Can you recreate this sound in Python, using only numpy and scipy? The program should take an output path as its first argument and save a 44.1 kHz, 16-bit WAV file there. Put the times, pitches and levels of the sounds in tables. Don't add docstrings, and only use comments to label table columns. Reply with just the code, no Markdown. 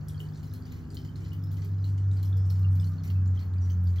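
import sys
import numpy as np
from scipy import signal
from scipy.fft import rfft, irfft
from scipy.io import wavfile
from scipy.ndimage import map_coordinates

SR = 44100
rng = np.random.default_rng(int(sys.argv[2]) if len(sys.argv) > 2 else 0)


def dump(signal):
    limited = np.clip(np.atleast_2d(signal).T, -1, 1)
    pcm = np.round(limited * 32767).astype(np.int16)
    wavfile.write(sys.argv[1], SR, pcm)


N = 176400
TIME = np.arange(N) / SR

# f/Hz, relative level/dB
RUMBLE_EQ = [(20, -23.5), (35, -18), (50, -4), (60, -5), (76, 8), (88, 1), (103, 4.5), (120, -8),
             (145, -2.5), (175, -7.5), (205, -8), (260, -11.5), (330, -16.5), (370, -19), (410, -19),
             (550, -27), (800, -72)]
# f/Hz, relative level/dB
AIR_EQ = [(300, 1.5), (500, 3.5), (750, 4.5), (1000, 2), (1300, 3), (1700, -0.5), (2100, -10), (2600, -13),
          (4000, -22.5), (7000, -15.5), (9000, -48.5), (16000, -33)]
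# t/s, level/dB
AIR_LEVEL = [(0, -58.5), (1, -60), (1.9, -60), (2.3, -58), (3, -58.5), (3.4, -58), (4, -58.5)]
# f/Hz, correlation
ROOM_CORRELATION = [(30, 0.82), (100, 0.91), (200, 0.76), (330, 0.85), (500, 0), (770, 0), (1200, 0.67),
                    (1800, 0.37), (2600, 0.16), (16000, 0)]
# f/Hz, left minus right/dB
ROOM_BALANCE = [(60, -3), (130, 5.5), (260, 4), (550, 3.5), (1000, 1.5), (2000, -4), (8000, 0)]
# f/Hz, left minus right/rad
PORT_PHASE = [(1000, 0), (2000, -1.5), (2700, -3.6), (3000, -4.7), (3800, -6.2), (5000, -6.9), (6500, -7.4),
              (8000, -8.3), (9000, -9.3), (10200, -9.5), (11000, -10), (12000, -11), (13200, -11.9),
              (14000, -12.5), (16000, -12.6)]
# t/s, f/Hz
DRONE_PITCH = [(0, 101.5), (.5, 101), (1, 100.5), (1.5, 98), (2, 97.5), (2.5, 95), (3, 94.5), (3.5, 92),
               (4, 88.5)]
# t/s, level/dB
DRONE_LEVEL = [(0, -41.5), (.9, -43), (1.2, -38.5), (1.5, -31.5), (1.8, -28.5), (2.03, -23.5), (2.3, -25.5),
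               (2.55, -22.5), (2.72, -21), (2.87, -24.5), (2.98, -32.5), (3.05, -34), (3.17, -22.5),
               (3.3, -23), (3.46, -31), (3.6, -24.5), (3.75, -27), (3.88, -20), (4, -29.5)]
# multiple of the main tone, top level/dB, t of the top/s, half length/s
DRONE_PARTIALS = [(0.493, -60, 0.77, 0.82), (1.501, -38.5, 0.11, 0.29), (1.488, -45, 1.54, 0.49),
                  (1.506, -48.5, 3, 1.1), (1.667, -43.5, 1.65, 0.51), (1.675, -39, 2.91, 0.27),
                  (1.997, -47.5, 3.14, 0.4), (1.992, -41, 3.82, 0.079), (1.4, -42, 1.18, 0.057),
                  (2.504, -50, 0.6, 0.11), (2.48, -50.5, 1.007, 0.098), (2.492, -56.5, 3.2, 0.43),
                  (2.66, -56.5, 1.33, .4), (2.813, -55, 3.1, 0.49), (3, -59, 2.04, 0.23),
                  (3.16, -57, 0.92, 0.14), (3.16, -57, 1.35, 0.16), (3.81, -65, .85, 0.41)]
# centre t/s, level/dB, f/Hz
GURGLES = [(.22, -55.5, 412), (.93, -58.5, 418), (1.669, -53, 410), (2.38, -56, 465), (2.645, -60, 1198),
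           (2.925, -61, 1200)]
# centre t/s, level/dB, f/Hz, half length/s
BOTTLE_NOTES = [(0.234, -69, 3010, 0.033), (1.028, -76, 3015, .05), (1.35, -67, 2990, 0.026),
                (1.474, -75, 5300, 0.026), (2.307, -75.5, 3390, 0.11), (2.486, -72, 5350, 0.13),
                (3.185, -68.5, 2610, 0.036), (3.64, -64.5, 5760, 0.02), (3.716, -62.5, 6280, 0.012)]
# t/s, level/dB
STREAM_LEVEL = [(0.0, -67.5), (0.17, -71.5), (0.3, -65.5), (0.6, -67.5), (0.89, -71), (0.99, -64),
                (1.11, -72), (1.86, -69), (2.33, -76), (2.85, -69), (2.95, -67.5), (3.12, -77.5),
                (4.0, -70)]
# t/s, level/dB, f/Hz, length/s
BURSTING_BUBBLES = [(0.0838, -43.5, 5140, 0.00089), (2.3683, -50.5, 5210, .001), (0.9693, -38, 4400, 0.0013),
                    (0.9712, -49, 4140, 0.0018), (1.1575, -46, 4170, 0.0023), (1.8425, -42, 4150, 0.003),
                    (2.5041, -40, 4680, 0.00084), (2.5052, -44, 4250, 0.0024), (2.631, -53, 4370, .0018),
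                    (2.8423, -46.5, 5500, 0.001), (2.845, -46.5, 4280, 0.0026), (3.035, -48, 5800, .0016),
                    (3.102, -49.5, 4340, 0.0023), (3.258, -56.5, 5520, 0.0014), (3.538, -52.5, 3890, .0012),
                    (3.7058, -46.5, 5900, 0.0013), (2.811, -46.5, 8100, 0.0017), (3.836, -61.5, 3900, 0.00084)]
# t/s, relative level/dB, f/Hz, decay/cycles, attack/s
BUBBLES = [(0.0866, -49, 5600, 120, 0.00067), (0.0963, -46.5, 3500, 45, 0.00037),
           (0.1452, -49.5, 3200, 104, 0.0011), (0.1785, -48.5, 4480, 74, .0006),
           (0.2032, -37, 2946, 54, 0.00055), (0.254, -56, 4500, 32, .0005),
           (0.2876, -50, 4660, 60, 0.00054), (0.348, -52, 4170, 55, .0005), (0.358, -51, 3900, 40, 0.00065),
           (0.372, -54, 4650, 45, .0005), (0.436, -57, 4400, 45, .0005), (0.479, -55, 5730, 50, .0005),
           (0.546, -49, 5200, 46, .0005), (0.562, -54, 4570, 45, 0.00046), (0.623, -48.5, 4600, 54, .0005),
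           (0.633, -59, 4300, 45, 0.00054), (0.6533, -49, 4690, 55, .0005), (0.678, -55, 3520, 41, 0.00055),
           (0.7146, -52, 3930, 55, .0005), (0.904, -46.5, 4770, 76, 0.00046),
           (0.9696, -44.5, 3060, 110, .0005), (1.049, -55, 3000, 45, .0005),
           (1.088, -51, 3060, 130, 0.0012), (1.2436, -63, 3830, 55, 0.00063),
           (1.319, -43.5, 2890, 53, .001), (1.438, -45, 5210, 71, .0006), (1.647, -50, 4320, 50, 0.00064),
           (1.855, -50, 2920, 59, 0.00067), (1.984, -52, 2910, 52, 0.00082),
           (2.114, -45.5, 3830, 45, 0.00054), (2.2293, -46, 4160, 47, 0.00077),
           (2.328, -47.5, 3520, 73, 0.00076), (2.3702, -55, 3420, 94, 0.0007),
           (2.3798, -52.5, 5170, 86, 0.00053), (2.255, -47, 5170, 110, 0.00063),
           (2.4995, -41.5, 5430, 92, 0.00096), (2.6467, -45, 2770, 130, .0012),
           (2.798, -49, 3500, 79, .001), (2.7985, -48, 5200, 90, .0006), (2.829, -48, 2980, 81, .001),
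           (2.8705, -49, 4360, 89, .0008), (2.983, -48, 4320, 85, 0.00091), (3.1, -50, 3170, 62, .0008),
           (3.1555, -41, 2610, 60, .004), (3.277, -48, 6970, 70, 0.00087), (3.3745, -47, 3180, 83, 0.0012),
           (3.391, -49, 4180, 60, .0007), (3.422, -46.5, 4290, 124, 0.0011), (3.561, -51, 2400, 59, 0.0013),
           (3.584, -53, 4680, 55, .0007), (3.6121, -52.5, 6400, 59, .0005), (3.623, -47, 5600, 75, .001),
           (3.701, -47.5, 3070, 50, 0.00075), (3.871, -47, 4650, 67, 0.00066),
           (3.9843, -42.5, 3280, 54, 0.00057)]
# f/Hz, level/dB, decay/cycles
FUNNEL_MODES = [(1997, -13.5, 31), (2340, -18.5, 49), (2967, -26.5, 110), (4250, -23, 99),
                (4680, -31.5, 130), (5370, -32.5, 180), (6856, -22, 390), (8210, -22.5, 220),
                (10640, -22, 160)]
# f/Hz, relative level/dB
FIZZ_EQ = [(2500, -12), (4500, -3.5), (7000, -16), (10000, -16.5), (13000, -14), (15000, -7.5)]
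# f/Hz, gain/dB
SPLASH_EQ = [(2000, -6), (2600, -2.5), (3100, -4.5), (3700, -9.5), (4300, -4), (5500, -5), (7000, -1.5),
             (10000, -1.5), (12000, 4), (14500, -8), (16000, 1.5)]
SPURT_HZ = [5000, 9000, 13000]
SPRAY_TAIL_S = [0.042, 0.054, 0.048]
# t/s, low, mid and high level before EQ/dB, spray against burst/dB
SPURTS = [(0.084, -65, -44.5, -57, -12.5), (0.097, -61.5, -75, -79, -1), (0.193, -55.5, -56, -59.5, -7),
          (0.203, -61, -54, -67, -14), (0.345, -62, -65, -87, -6), (0.372, -59, -64, -86, -9),
          (0.428, -57, -66, -65.5, -4.5), (0.535, -54.5, -53, -54, -13), (0.555, -59.5, -81, -64, -15),
          (0.655, -57, -74, -70, -1.5), (0.72, -48, -71, -59, -11), (0.766, -61, -74, -69, -1.5),
          (0.902, -63, -61, -76, -2.5), (0.944, -57, -50, -50.5, -15), (0.968, -45, -72, -74, -17),
          (1.047, -51.5, -59.5, -60, -13), (1.157, -55, -61, -72, -6.5), (1.2, -65.5, -77, -77, 5.5),
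          (1.245, -57.5, -81, -86, 1.5), (1.281, -58, -70, -60, -13), (1.33, -48, -70, -48.5, -17),
          (1.437, -62, -65, -55, -18), (1.511, -59.5, -68, -57.5, -1.5), (1.568, -55.5, -68, -68, -3.5),
          (1.618, -50.5, -73, -78, -6), (1.646, -52.5, -61, -55, -13), (1.841, -55, -63.5, -63, -8),
          (1.87, -58.5, -64, -76, -3), (1.977, -57.5, -60, -91, -8.5), (2.111, -59.5, -57, -79, -4.5),
          (2.163, -55, -75.5, -66.5, -4.5), (2.228, -50.5, -63.5, -54, -7), (2.256, -60, -60, -56, -18),
          (2.37, -56, -55.5, -66, -14.5), (2.45, -65.5, -68.5, -76.5, 0), (2.501, -51, -51, -55, -12.5),
          (2.555, -55.5, -70, -73, -5.5), (2.592, -60, -79.5, -55.5, -13.5),
          (2.618, -59.5, -68, -66, -17.5), (2.71, -78, -61.5, -75, -2), (2.752, -56.5, -67.5, -61.5, -4.5),
          (2.797, -57.5, -59.5, -68.5, -4.5), (2.845, -67, -61, -62.5, -4.5), (2.868, -58.5, -61, -65, -10),
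          (3.036, -53.5, -65.5, -57.5, -1.5), (3.074, -56.5, -63, -60, -9), (3.101, -44, -73.5, -51, -19.5),
          (3.257, -63.5, -66.5, -70.5, -4), (3.349, -58.5, -81, -72, -1.5), (3.392, -55, -76, -63, -2.5),
          (3.43, -59, -77, -62.5, -13), (3.535, -87, -56, -88, -12.5), (3.613, -67.5, -70, -92, -1),
          (3.65, -62, -73, -73, 1), (3.698, -55.5, -77, -58, -8.5), (3.836, -84, -63, -62.5, -11),
          (3.871, -61, -68, -65.5, -2), (3.957, -53, -71, -62.5, -4)]

RUMBLE_DB = -42
ROOM_T60_S, REVERB_DB, WIDTH_DB = 0.18, -4.5, -18
DRONE_WAVER_DB, PARTIAL_WAVER_DB = 1, 0.5
GURGLE_WIDTH_S = 0.022
SMALL_BUBBLE_DB, SMALL_LOW_HZ, SMALL_HIGH_HZ = -75.5, 2720, 6155
BUBBLE_TRIM_DB, BUBBLE_MIN_CYCLES = 2.5, 40
BUBBLE_RISE, BUBBLE_FLUTTER = 0.018, 0.25
BURST_ATTACK_S, BURST_DECAY_S, SPRAY_ATTACK_S = 0.0006, 0.0039, 0.0041
CRACKLE_DB, GRAIN_DB = -1.5, -0.5


def from_db(db):
    return 10 ** (np.asarray(db) / 20)


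def unit_rms(x):
    return x / np.sqrt(np.mean(x ** 2) + 1e-20)


def automation(points):
    return np.interp(TIME, *np.transpose(points))


def per_bin(points):
    hz, value = np.transpose(points)
    return np.interp(np.log(np.arange(N // 2 + 1) * SR / N + 1e-9), np.log(hz), value)


def drift(per_s):
    knots = rng.standard_normal(int(per_s * N / SR) + 2)
    return unit_rms(map_coordinates(knots, [TIME * per_s], order=2, mode="nearest"))


def clicks(per_s, spread_db):
    sizes = from_db(spread_db * np.minimum(rng.exponential(1, N), 4)) * rng.choice([-1, 1], N)
    return sizes * (rng.random(N) < per_s / SR)


def ring(x, hz, cycles):
    radius, angle = np.exp(-np.log(1000) * hz / (cycles * SR)), 2 * np.pi * hz / SR
    feed = np.sqrt((1 - radius ** 2) / 2) * np.array([1, 0, -1])
    return signal.lfilter(feed, [1, -2 * radius * np.cos(angle), radius ** 2], x + 1e-18)


def room_tone(eq):
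    mid, side = rfft(rng.standard_normal((2, N)))
    alike, sign = per_bin(ROOM_CORRELATION), np.array([[1], [-1]])
    pair = np.sqrt(1 + alike) * mid + sign * np.sqrt(1 - alike) * side
    gain = from_db(per_bin(eq) + sign * per_bin(ROOM_BALANCE) / 2)
    return unit_rms(irfft(pair * gain, N))


def reverb(x):
    t = TIME[:SR // 2]
    tail = rng.standard_normal(len(t)) * from_db(-60 * t / ROOM_T60_S) * (t > .003)
    return signal.fftconvolve(x, tail / np.sqrt(np.sum(tail ** 2)))[:N]


def ports(x):
    phase = np.interp(np.arange(N // 2 + 1) * SR / N, *np.transpose(PORT_PHASE))
    return np.array([x, irfft(rfft(x) * np.exp(-1j * phase), N)])


def drone():
    phase = 2 * np.pi * np.cumsum(automation(DRONE_PITCH)) / SR
    out = from_db(automation(DRONE_LEVEL) + DRONE_WAVER_DB * drift(per_s=9)) * np.sin(phase)
    for multiple, db, top, half in DRONE_PARTIALS:
        gain = from_db(db + PARTIAL_WAVER_DB * drift(per_s=5.1))
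        swell = 1 / np.hypot(1, np.abs((TIME - top) / half) ** 1.83)
        out += gain * swell * np.sin(multiple * phase + rng.uniform(0, 2 * np.pi))
    return np.sqrt(2) * out


def gurgles():
    out = np.zeros(N)
    for centre, db, hz in GURGLES:
        swell = np.exp(-((TIME - centre) / GURGLE_WIDTH_S) ** 2 / 2)
        out += from_db(db) * swell * np.sin(2 * np.pi * hz * TIME)
    return out


def bottle_notes():
    stir, out = rng.standard_normal(N), np.zeros(N)
    for centre, db, hz, half in BOTTLE_NOTES:
        swell = from_db(db) / (1 + ((TIME - centre) / half) ** 4)
        out += swell * unit_rms(ring(stir, hz, cycles=130))
    return out


def small_bubbles():
    pitches = np.geomspace(SMALL_LOW_HZ, SMALL_HIGH_HZ, 28)
    births = clicks(per_s=110, spread_db=1.5)
    pitch_index = rng.integers(0, len(pitches), N)
    rings = sum(ring(births * (pitch_index == k), hz, cycles=45) for k, hz in enumerate(pitches))
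    return from_db(SMALL_BUBBLE_DB) * unit_rms(rings * from_db(automation(STREAM_LEVEL)))


def bursting_bubbles():
    out = np.zeros(N + SR)
    for onset, db, hz, length in BURSTING_BUBBLES:
        t, start = TIME[:int(length * SR)], int(onset * SR)
        envelope = from_db(db) * np.sin(np.pi * t / length)
        out[start:start + len(t)] += envelope * np.sin(2 * np.pi * hz * t)
    return out[:N]


def bubbles():
    out, t = np.zeros(N + SR), TIME[:SR // 10]
    for onset, db, hz, cycles, attack in BUBBLES:
        life = t * hz / max(cycles, BUBBLE_MIN_CYCLES)
        pitch = hz * (1 + BUBBLE_RISE * np.minimum(life, 1))
        envelope = from_db(db + BUBBLE_TRIM_DB - 60 * life) * (1 - np.exp(-t / attack))
        start = int(onset * SR)
        out[start:start + len(t)] += envelope * np.sin(2 * np.pi * np.cumsum(pitch) / SR)
    return out[:N] * (1 + BUBBLE_FLUTTER * drift(per_s=450))


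def funnel(x):
    return x + sum(from_db(db) * ring(x, hz, cycles) for hz, db, cycles in FUNNEL_MODES)


def splash_power(hz):
    power, t = np.zeros(N + SR), TIME[:SR // 4]
    power[:N] = from_db(automation(STREAM_LEVEL) + np.interp(hz, *np.transpose(FIZZ_EQ))) ** 2
    burst = (1 - np.exp(-t / BURST_ATTACK_S)) * np.exp(-t / BURST_DECAY_S)
    spray = (1 - np.exp(-t / SPRAY_ATTACK_S)) * np.exp(-t / np.interp(hz, SPURT_HZ, SPRAY_TAIL_S))
    for onset, *levels, spray_db in SPURTS:
        envelope = from_db(np.interp(hz, SPURT_HZ, levels)) * (burst + from_db(spray_db) * spray)
        start = int(onset * SR)
        power[start:start + len(t)] += envelope ** 2
    return power[:N]


def splashes():
    edges, out = np.geomspace(2000, 16000, 17), np.zeros(N)
    for low, high in zip(edges, edges[1:]):
        hz, width = np.sqrt(low * high), high - low
        eq = from_db(np.interp(hz, *np.transpose(SPLASH_EQ)))
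        force = eq * np.sqrt(splash_power(hz) * width / SPURT_HZ[0])
        band = signal.butter(2, [low, high], "band", fs=SR, output="sos")
        impacts = force * unit_rms(clicks(per_s=700, spread_db=3.8))
        crackle = signal.sosfilt(band, impacts + 1e-18) * np.sqrt(SR / 2 / width)
        grains = [ring(force * unit_rms(clicks(per_s=21, spread_db=3.5)), pitch, cycles=85)
                  for pitch in np.linspace(low, high, 6, endpoint=False)]
        out += from_db(CRACKLE_DB) * crackle + from_db(GRAIN_DB) * sum(grains) / np.sqrt(len(grains))
    return out


def scene():
    pour = funnel(splashes() + small_bubbles()) + bubbles() + bursting_bubbles() + bottle_notes()
    near = ports(pour + gurgles() + from_db(REVERB_DB) * reverb(pour))
    wide = from_db(WIDTH_DB) * np.array([reverb(pour), reverb(pour)])
    hum = drone()
    rumble = from_db(RUMBLE_DB) * room_tone(RUMBLE_EQ)
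    air = from_db(automation(AIR_LEVEL)) * room_tone(AIR_EQ)
    return near + wide + hum + rumble + air


def record(dry):
    return signal.sosfilt(signal.ellip(10, .2, 80, 15800, fs=SR, output="sos"), dry)


dry = scene()
out = record(dry)
dump(out)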